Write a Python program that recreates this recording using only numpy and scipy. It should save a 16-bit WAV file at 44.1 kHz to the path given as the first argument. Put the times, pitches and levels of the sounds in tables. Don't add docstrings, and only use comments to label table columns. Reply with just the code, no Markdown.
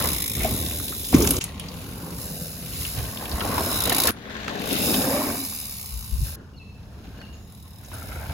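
import sys
import numpy as np
from scipy import signal
from scipy.fft import rfft, irfft, next_fast_len
from scipy.io import wavfile
from scipy.ndimage import uniform_filter1d

SR = 44100
rng = np.random.default_rng(int(sys.argv[2]) if len(sys.argv) > 2 else 0)


def dump_mix(stems):
    frames = np.atleast_2d(stems).T
    limited = np.clip(frames, -1, 1)
    pcm = np.round(limited * 32767).astype(np.int16)
    wavfile.write(sys.argv[1], SR, pcm)


N = 367675
TIME = np.arange(N) / SR


def undb(db):
    return 10 ** (np.asarray(db) / 20)


def unit(x):
    return x / np.sqrt(np.mean(x ** 2))


def curves(rows):
    s, *columns = np.transpose(rows)
    return [np.interp(TIME, s, column) for column in columns]


def colour(x, points, size=2048):
    hz, db = np.transpose(points)
    grid = np.maximum(np.arange(size // 2 + 1) * SR / size, 1)
    outline_db = np.interp(np.log(grid), np.log(hz), db)
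    cepstrum = irfft(np.log(undb(outline_db)))
    cepstrum[1:size // 2] *= 2
    cepstrum[size // 2 + 1:] = 0
    response = irfft(np.exp(rfft(cepstrum)))
    return signal.oaconvolve(np.atleast_2d(x), response[None], axes=1)[:, :x.shape[-1]]


def ring(x, hz, width_hz):
    hz = min(hz, .45 * SR)
    return signal.lfilter(*signal.iirpeak(hz, hz / min(width_hz, SR / 4), fs=SR), x)


def rings(x, rows):
    return sum(undb(db) * ring(x, hz, width) for hz, width, db in rows)


def fade(x, decay_s):
    return signal.lfilter([1], [1, -np.exp(-1 / (decay_s * SR))], x)


def walk(rate):
    knots = rng.standard_normal(4096)
    return np.interp(TIME * rate, np.arange(len(knots)), knots)


def noise():
    return rng.standard_normal((2, N))


# f/Hz, level/dB (side against middle)
STEREO_SPREAD = [(50, -16), (130, -15), (280, -15.5), (550, -7), (1100, -4), (2200, 0), (5500, 0.5),
                 (7500, -30.5), (15000, -26)]


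def ears(x):
    side = colour(x[1], STEREO_SPREAD)[0]
    return np.array([x[0] + side, x[0] - side])


CUTS = [1.398, 4.108, 6.358]


def swell(s, rise_db_per_s, fade_db_per_s):
    start, end = np.array([0, *CUTS, N / SR])[np.searchsorted(CUTS, s) + np.arange(2)]
    heard = slice(int(start * SR), int(end * SR))
    age, gain = TIME[heard] - s, np.zeros(N)
    gain[heard] = undb(-np.maximum(-age * abs(rise_db_per_s), age * abs(fade_db_per_s)))
    return gain


def sing(x, rows):
    out = 0
    for s, rise, fall, db, hz, width in rows:
        band = ring(ring(x, hz, abs(width)), hz, abs(width))
        out = out + unit(band) * swell(s, rise, fall) * undb(db)
    return ears(out)


def tone(hz, gain, waver, rough_db, rate):
    on, out = gain > 1e-3, np.zeros(N)
    steps = np.arange(on.sum()) * rate / SR
    bend, flutter = (np.interp(steps, np.arange(1024), knots) for knots in rng.standard_normal((2, 1024)))
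    phase = 2 * np.pi * np.cumsum(hz[on] * (1 + waver * bend)) / SR
    out[on] = np.sqrt(2) * np.sin(phase) * gain[on] * undb(rough_db * flutter)
    return out


def grit(rate, spread_db, decay_s, bed):
    sizes = undb(spread_db * np.minimum(rng.exponential(size=N), 4))
    strikes = (rng.random(N) < rate / SR) * sizes ** 2
    power = fade(strikes, decay_s / 2)
    return noise() * np.sqrt(power / power.mean() + bed)


def pebbles(rate, low_hz, high_hz, cycles, spread_db):
    out, t = np.zeros((2, N + 1024)), TIME[:1024]
    for when, pitch, size, turn in rng.random((int(rate * N / SR), 4)):
        hz = low_hz * (high_hz / low_hz) ** pitch
        ping = np.sin(2 * np.pi * hz * t) * np.exp(-t * hz / cycles)
        ping *= undb(-spread_db * np.log(max(size, .04)))
        start = int(when * N)
        out[:, start:start + len(t)] += np.outer([1, 0.66 * np.cos(2 * np.pi * turn)], ping)
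    no_bass = signal.butter(2, low_hz / 2, "high", fs=SR, output="sos")
    return unit(ears(signal.sosfilt(no_bass, out[:, :N])))


def nearness(gain):
    return np.minimum(gain / undb(-33), 1) ** .35


def via_ground(x, share):
    late = TIME - 0.001112 * np.exp(0.237 * walk(2.5))
    return x + share * np.array([np.interp(late, TIME, channel) for channel in x])


def trees(x, t60_s, build_s):
    t = TIME[:SR]
    tail = rng.standard_normal((2, SR)) * undb(-60 * t / t60_s) * (1 - np.exp(-t / build_s))
    return signal.oaconvolve(np.atleast_2d(x), tail / np.sqrt(np.sum(tail[0] ** 2)), axes=1)[:, :N]


# f/Hz, level/dB (relative)
AIR_COLOUR = [(60, -7), (130, -9.5), (205, 4), (300, -23), (420, -15.5), (560, -22.5), (900, -20),
              (1400, -33.5), (2000, -57), (3000, -78), (5000, -35), (9000, -38), (15000, -53)]


def air():
    return unit(ears(colour(noise(), AIR_COLOUR))) * undb(-49.5 + 2.0 * walk(2.45))


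# peak t/s, swell rate/(dB/s), fade rate/(dB/s),
# then level/dB of deep rumble, casing, soil and leaves, before each layer's trim
ROLLS = [(.04, 3, 98, -31, -30.5, -30, -34), (.2, 5, 27, -35.5, -40.5, -69, -39),
         (0.399, 193, 20, -29, -29.5, -39, -39), (1.137, 893, 35.5, -23, -19.5, -35, -36),
         (1.42, 200, 84.5, -49, -56, -41.5, -38), (1.66, 34, 11, -40, -45.5, -45, -43),
         (2.1, 9, 15, -45, -41, -45.5, -63), (2.8, 46, 50, -34.5, -45, -55, -38.5),
         (2.974, 597, 68, -28, -38, -39.5, -35.5), (3.54, 35.5, 28, -31, -28.5, -29.5, -35),
         (3.92, 79, 86, -33, -28.5, -27, -28.5), (4.1, 105.5, 25, -31.5, -26, -25.5, -26.5),
         (4.38, 71, 26, -58, -52, -44, -42), (4.58, 35, 38, -55, -42, -36, -38),
         (4.73, 116, 46, -52, -33.5, -52, -28.5), (4.98, 33, 63, -35.5, -25.5, -39, -55),
         (5.18, 23, 73, -44, -28.5, -29, -40), (5.28, 200, 122, -41, -28, -33, -43),
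         (5.6, 12, 7, -62, -67, -55, -49), (6.2, 51, 111.5, -32, -55.5, -68, -70),
         (6.26, 495, 58, -39.5, -54, -46.5, -45), (6.4, 92.5, 73, -62, -46.5, -48, -58.5),
         (7.22, 16, 34, -44, -46.5, -51, -51.5), (7.925, 700, -1, -44, -46, -47.5, -52.5),
         (8.3, 19, 3, -37.5, -46, -46, -47)]


def rolling():
    rows = np.array(ROLLS)
    swells = np.array([swell(*row) for row in rows[:, :3]])
    return np.sqrt(undb(rows[:, 3:].T) ** 2 @ swells ** 2)


# f/Hz, level/dB (relative)
RUMBLE_COLOUR = [(20, -58), (33, -38), (48, -4), (70, 0), (110, -3), (150, -10), (250, -29.5), (600, -57)]


def deep_rumble(gain):
    rumble = unit(ears(colour(noise(), RUMBLE_COLOUR, size=8192)))
    return rumble * np.hypot(gain * undb(0.5), undb(-44.0))


# f/Hz, level/dB (relative)
CASING_COLOUR = [(30, -43), (90, -16.5), (145, -8), (180, -2.5), (225, -2), (272, 1.5), (330, -6),
                 (390, -6), (500, -10), (800, -23), (1600, -50.5)]


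def casing(gain):
    drumming = grit(rate=220, spread_db=2.5, decay_s=0.0065, bed=0.81)
    return unit(ears(colour(drumming, CASING_COLOUR))) * gain * undb(-1.28)


# f/Hz, level/dB (relative)
SOIL_COLOUR = [(40, -46), (250, -22.5), (450, 3.5), (620, 6.5), (800, -4), (1050, -3), (1250, -8.5),
               (1550, 0), (2100, -10.5), (3500, -19), (8000, -80)]
# f/Hz, width/Hz, level/dB (relative)
WHEEL_RINGS = [(403, 22, -10), (480, 40, 2), (580, 33, -2), (693, 71, -2), (882, 21, -6.5), (1049, 29, 1),
               (1610, 17, -21)]


def soil(gain):
    grind = grit(rate=400, spread_db=3.6, decay_s=0.008, bed=0.35)
    grind = colour(grind, SOIL_COLOUR) + rings(grind, WHEEL_RINGS)
    clods = pebbles(rate=270, low_hz=450, high_hz=1700, cycles=4.9, spread_db=4.5)
    crunch = unit(ears(via_ground(grind, share=0.63))) + undb(-2.5) * nearness(gain) * clods
    return crunch * gain * undb(-2.5)


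# f/Hz, level/dB (relative)
LEAF_COLOUR = [(1000, -32.5), (1900, 0), (2700, 5.5), (3300, 2.5), (3900, 4), (4500, 0.5), (5300, -5),
               (6500, 0), (9000, -22), (15500, -11)]


def leaves(gain):
    rush = grit(rate=1000, spread_db=5.3, decay_s=0.007, bed=0.5)
    twigs = pebbles(rate=160, low_hz=1800, high_hz=5000, cycles=8, spread_db=4.5)
    crackle = unit(ears(colour(rush, LEAF_COLOUR))) + undb(-5.5) * nearness(gain) * twigs
    return crackle * gain * undb(-3.3)


# peak t/s, swell rate/(dB/s), fade rate/(dB/s), level/dB before trim, f/Hz, width/Hz of each of two filters
ROARS = [(.04, 10, 38, -36, 171, 40), (.06, 40, 71, -40.5, 996, 400), (.45, 120, 31, -32, 230.5, 150),
         (1.16, 405, 43, -46, 523, 200), (1.16, 400, 26.5, -36, 1060, 400),
         (1.15, 404, 24.5, -41, 2280, 400), (1.2, 58, 16, -45, 3050, 350), (2.05, 31, 37, -46.5, 860, 400),
         (2.3, 11, 9.5, -46.5, 497, 150), (2.7, 6.5, 38, -36, 166, 44.5), (2.85, 28, 42, -48, 1160, 560),
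         (3.54, 45, 16, -34.5, 1030, 300), (3.48, 45, 18, -37.5, 660, 340),
         (3.66, 39.5, 13, -38.5, 1440, 260), (3.65, 17, 27, -36.5, 207, 70),
         (3.925, 92, 124, -39, 1870, 300), (4.39, 55, 31, -40, 1600, 800), (4.4, 48, 29, -48, 3350, 595),
         (4.68, 26, 25, -37.5, 447, 258), (5.0, 18, 30, -34, 215.3, 33.7), (5.18, 26, 44, -39, 1070, 300),
         (5.1, 23, 47, -36, 795, 250), (5.2, 50, 32, -41.5, 2270, 200), (6.05, 15, 30, -57, 980, 399),
         (7.1, 32.5, 22, -59.5, 1320, 396), (7.93, 900, 0, -49, 1380, 300), (8.1, 70, 3, -51, 2170, 400),
         (8.25, 37, 0, -47, 870, 300)]


def roar():
    return undb(-1.5) * sing(grit(rate=260, spread_db=4.0, decay_s=0.006, bed=0.25), ROARS)


# t/s, bearing (0 ahead to 1 far left)
BEARING = [(0, 0.15), (4.1, 0.055), (4.12, 0.58), (4.7, 0.69), (5.1, 0.026), (6.35, 0.2), (6.38, 0.09)]


def tyres(casing_gain, soil_gain, leaf_gain):
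    left, right = casing(casing_gain) + soil(soil_gain) + leaves(leaf_gain) + roar() + tread()
    bearing, = curves(BEARING)
    right = np.interp(TIME - 0.00045 * bearing, TIME, right)
    return np.array([left * undb(5.3 * bearing), right * undb(-2.5 * bearing)])


# peak t/s, swell rate/(dB/s), fade rate/(dB/s),
# level/dB before trim, hub (0 hidden to 1 in plain sight)
COASTS = [(0.07, 6, 46, -29.5, 0.53), (.25, 23, 25, -34, 0.64), (.45, 53, 13, -34, 0.25),
          (0.779, 12, 8, -38.5, 0), (1.238, 45, 42, -30, 0.088), (1.76, 102, 1.5, -48.5, 0),
          (2.211, 250, 50, -39.5, 0.054), (2.44, 22, 37, -40, 0.015), (2.82, 57, 24, -35, 0.013),
          (3.724, 27, 3, -33, 0.17), (4.056, 27, -8, -26, 0.76), (4.7, 173, 16, -34.5, 0.44),
          (4.86, 104, 18, -27.5, 0.0078), (5.42, 26, 10.5, -38, 0.14), (6.26, 96, 82, -39.5, 0),
          (7.1, 19.5, -2, -65, 0), (7.53, 107, 6.5, -57.5, 0.3), (7.96, 87, 9, -47.5, 0.13)]


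def coasting():
    rows = np.array(COASTS)
    gains = np.array([swell(*row) for row in rows[:, :3]]) * undb(rows[:, 3:4])
    return np.linalg.norm(gains, axis=0), np.clip(rows[np.argmax(gains, axis=0), 4], 0, 1)


# t/s, rate/(pawl clicks per s)
RATCHET = [(0.0, 42.8), (0.04, 60.4), (0.13, 70.3), (0.17, 51.3), (0.33, 53.9), (0.38, 76.7), (0.45, 75.9),
           (0.49, 53.4), (0.55, 80.9), (0.72, 83.1), (0.78, 74.0), (0.92, 74.1), (1.0, 57.2), (1.55, 33.3),
           (2.15, 50.2), (2.3, 94.1), (2.55, 80.1), (2.76, 97.1), (3.0, 74.1), (3.1, 88.1), (3.3, 65.1),
           (3.42, 76.1), (3.7, 74.6), (3.8, 62.0), (3.865, 55.1), (3.91, 30.4), (3.955, 56.1), (4.1, 56.3),
           (4.3, 39.1), (4.65, 49.6), (4.7, 75.7), (4.82, 99.2), (5.0, 112.0), (5.21, 115.0), (5.27, 92.0),
           (5.7, 70.9), (6.02, 56.0), (6.12, 65.0), (6.25, 98.0), (6.4, 37.9), (7.45, 41.2), (7.7, 36.8),
           (7.9, 42.0), (8.0, 68.0), (8.3, 75.0)]


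def ratchet(facing):
    attack_s = .0005
    rate, = curves(RATCHET)
    teeth = np.cumsum(rate) / SR
    tooth, age = teeth.astype(int), teeth % 1 / rate
    size = undb(1.5 * rng.standard_normal(2048))[tooth]
    snap = size * np.exp(-age / (.0068 - 0.00053 * facing)) * (1 - np.exp(-age / attack_s))
    power = snap ** 2 + undb(-5 - 17 * facing) ** 2
    t = TIME[:SR // 40]
    answer = rng.standard_normal((2, len(t))) * np.exp(-t / 0.007) * (1 - np.exp(-t / attack_s))
    clicks = np.diff(tooth, prepend=0) * size
    repeats = signal.oaconvolve(clicks[None], answer, axes=1)[:, :N]
    return (noise() * np.sqrt(power) + .55 * repeats) / np.sqrt(uniform_filter1d(power, size=3000))


# f/Hz, level/dB (relative)
HUB_COLOUR = [(1200, -12.5), (2300, -24.5), (3800, 1), (4600, -1), (6000, 0.5), (7600, 4.5), (8700, -1),
              (9700, 7.5), (10800, 4), (12000, 9.5), (13800, 4), (14700, 5.5), (15700, -1)]
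# f/Hz, width/Hz, level/dB (relative)
HUB_RINGS = [(2900, 410, -2), (4000, 256, -9.5), (5340, 230, -3), (7450, 40, -7)]
# peak t/s, swell rate/(dB/s), fade rate/(dB/s),
# level/dB before trim, f/Hz, width/Hz of each of two filters
HUB_NOTES = [(.1, 10, 6, -40.5, 3800, 900), (.24, 25, 25, -45, 2300, 700),
             (3.75, 130, 40, -37.5, 3960, 450), (3.78, 50, 30, -46, 5360, 350),
             (4.0, 60, 5, -39, 4500, 2500), (4.81, 90, 45, -37.5, 2680, 380),
             (4.9, 40, 50, -38.5, 3780, 500), (4.84, 90, 24, -41, 5160, 280), (7.7, 8, 0, -67.5, 5250, 400),
             (7.55, 25, 0, -66.5, 3950, 600)]


def freehub(gain, facing):
    burst = ratchet(facing)
    shell = colour(burst, HUB_COLOUR) + rings(burst, HUB_RINGS)
    ticking = unit(ears(via_ground(shell, share=.3))) * gain * undb(4.5)
    return ticking + undb(-1.0) * sing(burst, HUB_NOTES)


# t/s, level/dB before trim, centre f/Hz, decay time/s
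CLACKS = [(0.047, -23.5, 1150, 0.031), (.402, -29, 2280, 0.069), (.44, -28, 2270, 0.023),
          (.445, -23.5, 745, 0.025), (.663, -24, 3690, 0.0035), (.71, -27, 2500, 0.006),
          (.882, -23, 3820, 0.0036), (1.044, -25, 3830, 0.0033), (0.799, -28, 1260, 0.0034),
          (0.922, -28.5, 1290, 0.0085), (1.129, -16.5, 775, 0.0078), (1.139, -19.5, 2270, 0.0084),
          (1.143, -16, 6340, 0.0096), (1.171, -22, 1090, 0.0031), (1.2212, -12, 6450, 0.0053),
          (1.252, -19, 995, 0.0026), (1.274, -4.5, 6750, 0.0017), (1.2747, -18, 3000, 0.0027),
          (1.275, -21, 756, .005), (1.307, -24, 1200, 0.0035), (1.309, -20.5, 3000, .004),
          (1.276, -13, 12100, 0.0018), (1.307, -2.5, 10800, 0.0041), (1.367, -10, 7100, 0.0015),
          (1.371, -20, 6900, 0.0023), (1.41, -20.5, 2740, 0.0063), (1.411, -21.5, 6730, 0.018),
          (1.44, -11, 9400, 0.003), (1.596, -28, 3050, 0.012), (1.597, -19, 9300, 0.0022),
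          (1.685, -28, 4720, 0.0049), (2.85, -22, 2800, 0.0057), (3.173, -23, 3400, 0.0024),
          (3.223, -25, 784, 0.011), (3.255, -26, 2960, 0.0054), (3.315, -23.5, 4300, 0.0055),
          (3.406, -19.5, 2900, 0.0047), (3.413, -20, 1040, 0.0052), (3.447, -17, 580, 0.0094),
          (3.453, -20, 10500, .002), (3.578, -14.5, 910, 0.012), (3.723, -17, 1050, 0.0038),
          (3.877, -19, 595, .006), (3.919, -15, 704, 0.0081), (3.921, -14, 1830, 0.0046),
          (3.947, -14, 10500, 0.0023), (4.082, -13.5, 1500, 0.0094), (4.115, -26, 10200, .006),
          (4.298, -29, 1630, .003), (4.481, -13, 1280, 0.0021), (4.494, -25, 4100, 0.0015),
          (4.618, -23.5, 2440, 0.0047), (4.71, -18, 3160, 0.0035), (4.895, -20.5, 780, .004),
          (4.941, -15.5, 3430, 0.0061), (4.943, -21, 740, 0.0045), (5.019, -21, 3800, .003),
          (5.163, -24, 2320, 0.0033), (5.347, -27, 750, 0.0034), (7.215, -33, 1600, 0.005),
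          (7.523, -37, 11000, 0.0024), (7.831, -44.5, 1540, 0.011), (7.847, -40, 6630, 0.012),
          (7.916, -34, 970, 0.0065), (7.921, -41, 2200, 0.0098), (7.941, -25, 10500, .003)]


def clacks():
    out, t = np.zeros((2, N)), TIME[:SR // 8]
    for s, db, hz, decay_s in CLACKS:
        contact = rng.standard_normal((2, len(t)))
        envelope = np.exp(-t / decay_s)
        ringing = unit(ring(contact, hz, 0.2 * hz))
        body = ringing * envelope
        body *= np.linalg.norm(envelope) / np.linalg.norm(body, axis=1, keepdims=True)
        rattle = .07 * ringing * np.exp(-t / 0.053)
        tick = unit(ring(contact, hz, 1.8 * hz)) * np.exp(-t / 0.00022)
        start = int(s * SR)
        out[:, start:start + len(t)] += undb(db - 7.5) * (body + rattle + 0.19 * tick)
    return ears(out)


# t/s, level/dB, f/Hz, swell time/s before stretching, left minus right level/dB
THUDS = [(.41, -26, 74.5, 0.0049, 2), (1.134, -21, 330, 0.0037, -0.5), (1.1436, 0.5, 274.5, 0.0036, 0.5),
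         (1.147, -13, 161.5, 0.0084, -2), (1.1528, -15, 289, 0.0023, 0.5), (1.18, -18, 347, 0.018, 0),
         (1.214, -17.5, 286, 0.0083, 0), (1.226, -19.5, 404, 0.0072, -8), (2.975, -18.5, 101, 0.0075, -1),
         (3.331, -20, 61, 0.012, -2), (5.91, -28, 57.6, 0.037, 6), (6.121, -19, 57.5, 0.012, 12),
         (6.184, -19.5, 57, 0.0078, -9), (6.208, -17.5, 60.3, 0.015, 4), (6.214, -21, 125, 0.0087, 4)]


def thuds():
    out, t = np.zeros((2, N)), TIME[:SR // 4]
    for s, db, hz, swell_s, pan_db in THUDS:
        age = t / (1.22 * swell_s)
        blow = age ** 2 * np.exp(2 - 2 * age) * np.sin(2 * np.pi * hz * t)
        start = int(s * SR)
        out[:, start:start + len(t)] += np.outer(undb([db + pan_db / 2, db - pan_db / 2]), blow)
    return out


# peak t/s, swell rate/(dB/s), fade rate/(dB/s), level/dB,
# f/Hz at the peak, glide/(Hz/s)
KNOBS = [(.453, 1505, 400, -22, 650, -500), (4.965, 250, 280, -27, 254, 100),
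         (5.08, 501.5, 71, -25, 269, 1), (5.2, 200.5, 94, -27, 266.8, 2.5), (4.91, 250, 199, -36, 478, 2),
         (5.175, 90.5, 126, -29, 595, 600), (5.42, 23, 180, -36, 269.7, -0.5)]


def tread():
    out = 0
    for s, rise, fall, db, hz, glide in KNOBS:
        pitch = hz + glide * (TIME - s)
        out = out + undb(db) * tone(pitch, swell(s, rise, fall), waver=0.037, rough_db=4.5, rate=110)
    return out


# t/s, length/s, level/dB
DROPOUTS = [(1.397, 0.012, -16.5), (4.105, 0.006, 0)]


def dropouts():
    return undb(sum(db * np.exp(-(2 * (TIME - s) / length_s) ** 4) for s, length_s, db in DROPOUTS))


def chirp(s, length_s, hz, fall, db):
    along = np.clip((TIME - s) / length_s, 0, 1)
    pitch = hz * (1 - fall * along ** 2.5)
    return undb(db) * tone(pitch, np.sin(np.pi * along), waver=.008, rough_db=3.5, rate=250)


# t/s, length/s, starting f/Hz, share by which the pitch drops, level/dB before trim
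BIRD_NOTES = [(6.526, .046, 2860, .025, -58), (6.562, .036, 4420, .18, -48.5),
              (6.593, .042, 2660, .055, -43), (7.16, .044, 2900, .01, -58), (7.196, .026, 4500, .11, -48),
              (7.216, .042, 2870, .09, -44.5), (7.32, .05, 6800, .05, -56)]


def bird():
    calls = sum(chirp(*note) for note in BIRD_NOTES)
    return undb(-4) * calls + undb(-4) * trees(calls, t60_s=.62, build_s=.04)


def scene():
    rumble_gain, *tyre_gains = rolling()
    blows = clacks() + thuds()
    echo = undb(-17) * trees(blows, t60_s=0.078, build_s=0.0055)
    bikes = tyres(*tyre_gains) + freehub(*coasting()) + blows + echo
    return (air() + deep_rumble(rumble_gain) + bikes + bird()) * dropouts()


def record(dry):
    late_from_hz, late_s, top_hz = 5850, 1 / 5050, 15850
    size = next_fast_len(N + 1024)
    hz = np.arange(size // 2 + 1) * SR / size
    lag = np.exp(-2j * np.pi * np.maximum(hz - late_from_hz, 0) * late_s)
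    left = irfft(rfft(dry[0], size) * lag, size)[:N]
    top_cut = signal.ellip(10, .2, 70, top_hz, fs=SR, output="sos")
    return signal.sosfilt(top_cut, np.clip([left, dry[1]], -1, 1))


dry = scene()
out = record(dry)
dump_mix(out)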